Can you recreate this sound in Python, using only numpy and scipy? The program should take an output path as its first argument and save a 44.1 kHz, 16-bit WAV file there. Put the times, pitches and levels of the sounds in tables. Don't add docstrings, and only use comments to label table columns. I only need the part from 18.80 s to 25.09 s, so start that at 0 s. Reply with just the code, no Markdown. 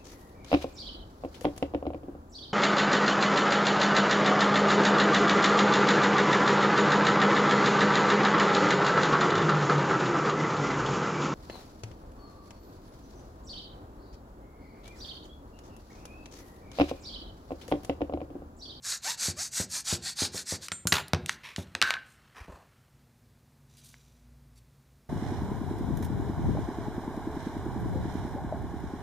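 import sys
import numpy as np
from scipy import signal
from scipy.fft import rfft, irfft, next_fast_len
from scipy.io import wavfile
from scipy.ndimage import uniform_filter1d

SR = 44100
rng = np.random.default_rng(int(sys.argv[2]) if len(sys.argv) > 2 else 0)


def generate_wav(signal):
    frames = np.transpose(np.atleast_2d(signal))
    scaled = np.clip(frames, -1, 1) * 32767
    pcm = np.round(scaled).astype(np.int16)
    wavfile.write(sys.argv[1], SR, pcm)


N = 277389
TIME = np.arange(N) / SR

# pitch_hz, relative_db
AIR_COLOUR = [(15, -52.5), (25, -18.5), (43, -14), (86, -12.5), (133, -10.5), (169, -18), (246, -16),
              (274, -24), (2300, -36.5), (15500, -44.5)]
# pitch_hz, base_level_db
FRIDGE_TONES = [(58, -65), (119, -70), (138, -65), (241, -72)]
# time_s, gain_db
FRIDGE_SWELL = [(0, -10), (4.2, -8.5), (5.3, 0), (5.52, 6), (6.2, -4)]
# start_s, level_db, rim_pressure_db
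SAW_STROKES = [(.018, -33, -7.5), (.215, -33, -4), (.368, -30, -7), (.556, -34, -15.5), (.706, -31, -9.5),
               (.887, -33, -13.5), (1.038, -31, -5), (1.208, -37.5, -1.5), (1.353, -31.5, 0),
               (1.513, -37.5, -6), (1.648, -35, -6), (1.805, -43.5, -2)]
# pitch_hz, relative_db
HISS_COLOUR = [(200, -31.5), (1000, -25), (3000, -15), (4500, 1), (6500, 5), (8400, 2), (10500, -6),
               (13000, -13.5), (15500, -23)]
RASP_COLOUR = [(1500, -32), (3100, -11.5), (3900, -3.5), (4600, -3), (5800, -16.5), (10000, -32)]
BODY_COLOUR = [(100, -23.5), (220, -9.5), (400, -16), (750, -4), (1150, -2), (1500, 3), (2000, 2.5),
               (2800, -2), (5000, -23), (10000, -45)]
# start_s, length_s, level_db, first_pitch_hz
RIM_SQUEAKS = [(0.239, 0.08, -37, 639.3), (.561, 0.073, -45.5, 518)]
# start_s, level_db, hardness_db
BOARD_BLOWS = [(.483, -33, -10.5), (.800, -33.5, -6), (1.126, -30.5, -8), (1.420, -33.5, -1),
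               (1.545, -44.5, 4), (1.723, -35.5, -2), (2.054, -32, -10.5), (2.334, -23.5, -7),
               (2.782, -32.5, -8.5), (2.951, -48, 4), (3.03, -45, -6), (3.682, -50.5, 4.5)]
# pitch_hz, relative_db, base_decay_s
BOARD_MODES = [(83.4, -1, 0.097), (105, 3.5, 0.067), (168, 2, .08), (217, -3.5, 0.041),
               (352.1, -13.5, 0.31)]
LID_MODES = [(1090, -7, 0.095), (1277, -8.5, .13), (1414, -6, 0.083), (1520, -4, .17), (1554, -4, .32),
             (1680, -4.5, .2), (1830, -10, 0.17), (2275, -9, 0.085), (3777, -12, .09)]
# start_s, level_db, centre_hz
LID_CLACKS = [(1.884, -32, 2550), (2.282, -41.5, 6950), (2.334, -18.5, 1640), (2.347, -28.5, 1490),
              (2.461, -31, 3970), (2.4942, -19, 2180), (2.762, -29, 2380), (2.951, -23, 1830),
              (3.016, -13, 1900), (3.025, -14.5, 2220), (3.1057, -17, 1680), (3.1395, -25, 1590),
              (3.567, -48.5, 1550), (5.142, -47.5, 1500)]
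# pitch_hz, edge_db, flat_db, base_decay_s
BLADE_MODES = [(4180, -23, -9.5, .12), (5260, -31, -13, .2), (6430, -17, 0, .22), (6870, -31.5, -6, 0.28),
               (7263, -1, -10, 0.4), (7620, -38, -5.5, 0.17), (8360, 1, -16.5, 0.36),
               (9700, -8.5, -7.5, 0.32), (11159, -12, -18, 0.23), (11850, -28.5, -4.5, 0.15),
               (12500, -26.5, -10.5, .2), (14510, -24.5, -19.5, .14)]
# start_s, level_db, centre_hz, side (0 is the edge, 1 the flat)
BLADE_TAPS = [(1.918, -25.5, 2111, 0.054), (2.0711, -20, 5040, 0.62)]
# start_s, length_s, level_db, centre_hz
SLIDES = [(2.119, .12, -32, 1250), (2.4, 2.13, -63, 1500), (2.477, 0.097, -44.5, 3400),
          (2.631, 0.15, -45, 1410), (2.765, 0.088, -46.5, 3250), (3.014, .17, -38.5, 2400),
          (3.259, 0.14, -64.5, 4970), (3.545, .16, -49, 1040), (3.67, .24, -54, 720),
          (4.882, 0.64, -64.5, 3980), (4.968, 0.062, -59, 5200), (5.035, .12, -56, 5400),
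          (5.756, 0.062, -64.5, 5700)]
# start_s, level_db
CASE_BUMPS = [(3.601, -37), (3.68, -38), (3.724, -43)]
# low_hz, high_hz, level_db, decay_s
ECHO_BANDS = [(60.4, 540, -8, .54), (450, 3600, -15, .44), (4000, 8500, -16, .18)]

SAW_END_S, PUSH_REST_S, PULL_REST_S = 1.89, .02, .0044
BODY_DB, BODY_FOLLOW = -9, .39
SQUEAK_RISE_HZ_PER_S = 5000
CONTACT_SPAN, RUB_SPAN = 2.08, 2.05
HELD_RING_DB, LOOSE_RING_DB, DROP_S = -29, -12, 3.01
CHATTER_START_S, CHATTER_END_S, CHATTER_HZ, CHATTER_DB = 3.03, 3.17, 128.4, -29.5
FREE_RING_DB, LYING_RING_DB, KNIFE_THUMP_DB = -10.5, -20.5, -18
SHIMMER_DB, SHIMMER_DECAY_S = -26, .16
LANDING_S, LANDING_DB, LANDING_HZ, TIP_LAG_S = 2.1225, -14, 2275, .0033
BOUNCE_GAP_S, BOUNCE_DB, BOUNCE_LOSS_DB, BOUNCE_HZ, BOUNCE_DULLING = .014, -21, 1.5, 2900, .8
TOP_HZ = 15500


def amp(db):
    return 10 ** (np.asarray(db) / 20)


def unit(x, seconds=None):
    return x / np.sqrt(np.sum(x ** 2) / (len(x) if seconds is None else seconds * SR))


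def clock(seconds):
    return np.arange(int(seconds * SR)) / SR


def fade(t, decay_s):
    return np.exp(-np.log(1000) * t / decay_s)


def add(track, start, sound):
    i = max(int(start * SR), 0)
    track[i:i + len(sound)] += sound[:N - i]


def band(x, low_hz, high_hz, order=2):
    high_hz = min(max(high_hz, 1.1 * low_hz), .48 * SR)
    return signal.sosfilt(signal.butter(order, [low_hz, high_hz], "band", fs=SR, output="sos"), x)


def colour(x, points):
    hz, db = np.transpose(points)
    size = next_fast_len(len(x))
    bins_hz = np.maximum(np.fft.rfftfreq(size, 1 / SR), 1)
    bass_cut = np.minimum(bins_hz / hz[0], 1) ** 2
    gain = amp(np.interp(np.log(bins_hz), np.log(hz), db))
    return unit(irfft(rfft(x, size) * bass_cut * gain, size)[:len(x)])


def flutter(length, size):
    return unit(uniform_filter1d(rng.standard_normal(length), size=size))


def fridge_and_air():
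    hum = np.zeros(N)
    times = np.linspace(0, TIME[-1], 40)
    for hz, db in FRIDGE_TONES:
        waver, drift = (np.interp(TIME, times, rng.standard_normal(len(times))) for _ in range(2))
        hum += np.sqrt(2) * amp(db + 3 * waver) * np.sin(2 * np.pi * hz * TIME + .81 * drift)
    swell_db = np.interp(TIME, *np.transpose(FRIDGE_SWELL))
    air = amp(-63) * colour(rng.standard_normal(N), AIR_COLOUR)
    return air + amp(swell_db) * hum


def grains(size, spread_db):
    return rng.standard_normal(size) * amp(spread_db * np.clip(rng.standard_normal(size), -3, 3))


def hollow(x, db, decay_s):
    t = clock(decay_s)
    response = rng.standard_normal(len(t)) * fade(t, decay_s)
    ringing = signal.fftconvolve(x, response / np.linalg.norm(response))[:len(x)]
    return unit(x + amp(db) * ringing)


def sawing():
    out = np.zeros(N)
    turns = [row[0] for row in SAW_STROKES[1:]] + [SAW_END_S]
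    for k, ((start, db, rim_db), turn) in enumerate(zip(SAW_STROKES, turns)):
        length = turn - start - (PULL_REST_S if k % 2 else PUSH_REST_S)
        t = clock(length)
        hiss, rasp, body = (hollow(colour(grains(len(t), spread_db=3.5), tone), db=-7, decay_s=.03)
                            for tone in (HISS_COLOUR, RASP_COLOUR, BODY_COLOUR))
        grip = amp(.99 * flutter(len(t), size=220))
        lean = amp(2.2 * flutter(len(t), size=500))
        speed = np.sin(np.pi * t / length)
        friction = hiss + lean * (amp(rim_db) * rasp + amp(BODY_DB + BODY_FOLLOW * rim_db) * body)
        add(out, start, amp(db) * speed ** 1.42 * grip * friction)
    return out


def squeaks():
    out = np.zeros(N)
    for start, length, db, first_hz in RIM_SQUEAKS:
        t = clock(length)
        hz = (first_hz + SQUEAK_RISE_HZ_PER_S * t) * (1 + .061 * flutter(len(t), size=50))
        sawtooth = np.cumsum(hz) / SR % 1
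        slips = band(sawtooth, 1000, 3790, order=1) * amp(2 * flutter(len(t), size=60))
        add(out, start, amp(db) * unit(slips) * np.sin(np.pi * t / length))
    return out


def thud(hardness_db):
    t = clock(.5)
    hz, mode_db, decay_s = np.transpose(BOARD_MODES)
    detune = 1 + .05 * rng.standard_normal((len(hz), 1))
    boom = amp(mode_db) @ (np.sin(2 * np.pi * hz[:, None] * detune * t) * fade(t, decay_s[:, None]))
    boom = unit(band(boom, 76, 990, order=3), seconds=.017)
    knock = unit(band(fade(t, .0051), 210, 1000), seconds=.0035)
    rattle = unit(band(rng.standard_normal(len(t)), 130, 680)) * fade(t, .17)
    return boom + amp(hardness_db) * (rattle - knock)


def board_thuds():
    out = np.zeros(N)
    for start, db, hardness_db in BOARD_BLOWS:
        add(out, start, amp(db) * thud(hardness_db))
    return out


def crack(low_hz, high_hz, decay_s, tail_db, tail_decay_s):
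    t = clock(.5)
    snap, tail = rng.standard_normal((2, len(t)))
    snap = unit(band(snap * fade(t, decay_s), low_hz, high_hz), seconds=.0024)
    return snap + amp(tail_db) * unit(band(tail, low_hz, high_hz)) * fade(t, tail_decay_s)


def ring(hz, db, decay_s, scatter_db):
    t = clock(.5)
    gain = amp(db + scatter_db * rng.standard_normal(len(hz)))
    sign = rng.choice([-1, 1], len(hz))
    tones = np.sin(2 * np.pi * hz[:, None] * t) * fade(t, decay_s[:, None])
    return (sign * gain) @ tones * np.sqrt(2 / np.sum(gain ** 2))


def lid():
    out = np.zeros(N)
    hz, mode_db, decay_s = np.transpose(LID_MODES)
    for start, db, centre_hz in LID_CLACKS:
        flex = 1 + .015 * rng.standard_normal(len(hz))
        ring_db = LOOSE_RING_DB if DROP_S < start < CHATTER_END_S else HELD_RING_DB
        snap = crack(centre_hz / CONTACT_SPAN, centre_hz * CONTACT_SPAN,
                     decay_s=.008, tail_db=-19, tail_decay_s=.11)
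        ringing = amp(ring_db) * ring(hz * flex, mode_db, decay_s, scatter_db=.5)
        add(out, start, amp(db) * (snap + ringing))
    for start in np.arange(CHATTER_START_S, CHATTER_END_S, 1 / CHATTER_HZ):
        strength = amp(CHATTER_DB + 3 * rng.standard_normal()) * fade(start - CHATTER_START_S, .98)
        ringing = ring(hz, mode_db * 1.7, decay_s * .4, scatter_db=1)
        snap = crack(1450, 1750, decay_s=.017, tail_db=-22.5, tail_decay_s=.08)
        add(out, start + rng.uniform(0, .79) / CHATTER_HZ, strength * (ringing + snap))
    return out


def blade_tap(start, centre_hz, side):
    t = clock(.5)
    hz, edge_db, flat_db, decay_s = np.transpose(BLADE_MODES)
    rim_hz, rim_db, rim_decay_s = np.transpose(LID_MODES)
    mode_db = edge_db + side * (flat_db - edge_db)
    if start < LANDING_S:
        steel = amp(FREE_RING_DB) * ring(hz, mode_db, decay_s * .8, scatter_db=3)
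        steel *= fade(np.maximum(start + t - LANDING_S, 0), .07)
    else:
        steel = amp(LYING_RING_DB) * ring(hz, mode_db, decay_s * .6, scatter_db=1.3)
    rim = ring(rim_hz * .92, rim_db * .31, rim_decay_s * .35, scatter_db=2)
    snap = crack(centre_hz / CONTACT_SPAN, centre_hz * CONTACT_SPAN,
                 decay_s=.022, tail_db=-17, tail_decay_s=.12)
    shimmer = unit(band(rng.standard_normal(len(t)), 8000, 15000)) * fade(t, SHIMMER_DECAY_S)
    return snap + amp(-11) * rim + steel + side * amp(SHIMMER_DB) * shimmer


def knife():
    out = np.zeros(N)
    for start, db, centre_hz, side in BLADE_TAPS:
        add(out, start, amp(db) * blade_tap(start, centre_hz, side))
        add(out, start, amp(db + KNIFE_THUMP_DB) * thud(hardness_db=-10.5))
    add(out, LANDING_S, amp(LANDING_DB + KNIFE_THUMP_DB) * thud(hardness_db=1.5))
    tip_s = LANDING_S + TIP_LAG_S
    for start in (LANDING_S, tip_s):
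        add(out, start, amp(LANDING_DB) * blade_tap(start, LANDING_HZ, side=.95))
    return out + bounces(tip_s, count=4)


def rubs():
    out = np.zeros(N)
    for start, length, db, centre_hz in SLIDES:
        t = clock(length)
        slips = grains(len(t), spread_db=5)
        edges_hz = centre_hz / RUB_SPAN, centre_hz * RUB_SPAN
        grit = unit(band(slips, *edges_hz)) + amp(-3.5) * unit(band(slips, *edges_hz, order=1))
        grip = amp(2.6 * flutter(len(t), size=260))
        swell = np.sin(np.pi * (t / length) ** .49) ** 1.3
        add(out, start, amp(db) * hollow(grit * grip, db=-6, decay_s=.01) * swell)
    return out


def bounces(landing_s, count):
    out = np.zeros(N)
    for k in range(count):
        start = landing_s + (k + 1) * BOUNCE_GAP_S
        tap = blade_tap(start, BOUNCE_HZ * BOUNCE_DULLING ** k, side=.97)
        add(out, start, amp(BOUNCE_DB - k * BOUNCE_LOSS_DB) * tap)
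    return out


def phone_bumps():
    out, t = np.zeros(N), clock(.031)
    for start, db in CASE_BUMPS:
        add(out, start, amp(db) * np.hanning(len(t)) * np.sin(2 * np.pi * 64 * t))
    return out


def room(x):
    t = clock(.7)
    build_up = 1 - np.exp(-t / .0072)
    response = 0
    for low_hz, high_hz, db, decay_s in ECHO_BANDS:
        tail = band(rng.standard_normal(len(t)), low_hz, high_hz) * fade(t, decay_s) * build_up
        response += amp(db) * tail * np.sqrt(2 * (high_hz - low_hz) / SR / np.sum(tail ** 2))
    return signal.fftconvolve(x, response)[:N]


def scene():
    near = sawing() + squeaks() + board_thuds() + knife() + lid() + rubs()
    mono = near + room(near) + phone_bumps() + fridge_and_air()
    return np.array([mono, mono])


def record(dry):
    thin = signal.sosfilt(signal.butter(2, 40, "high", fs=SR, output="sos"), dry)
    dipped = thin - .31 * band(thin, 2750, 3400, order=1)
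    return signal.sosfilt(signal.ellip(10, .2, 70, TOP_HZ, fs=SR, output="sos"), dipped)


dry = scene()
out = record(dry)
generate_wav(out)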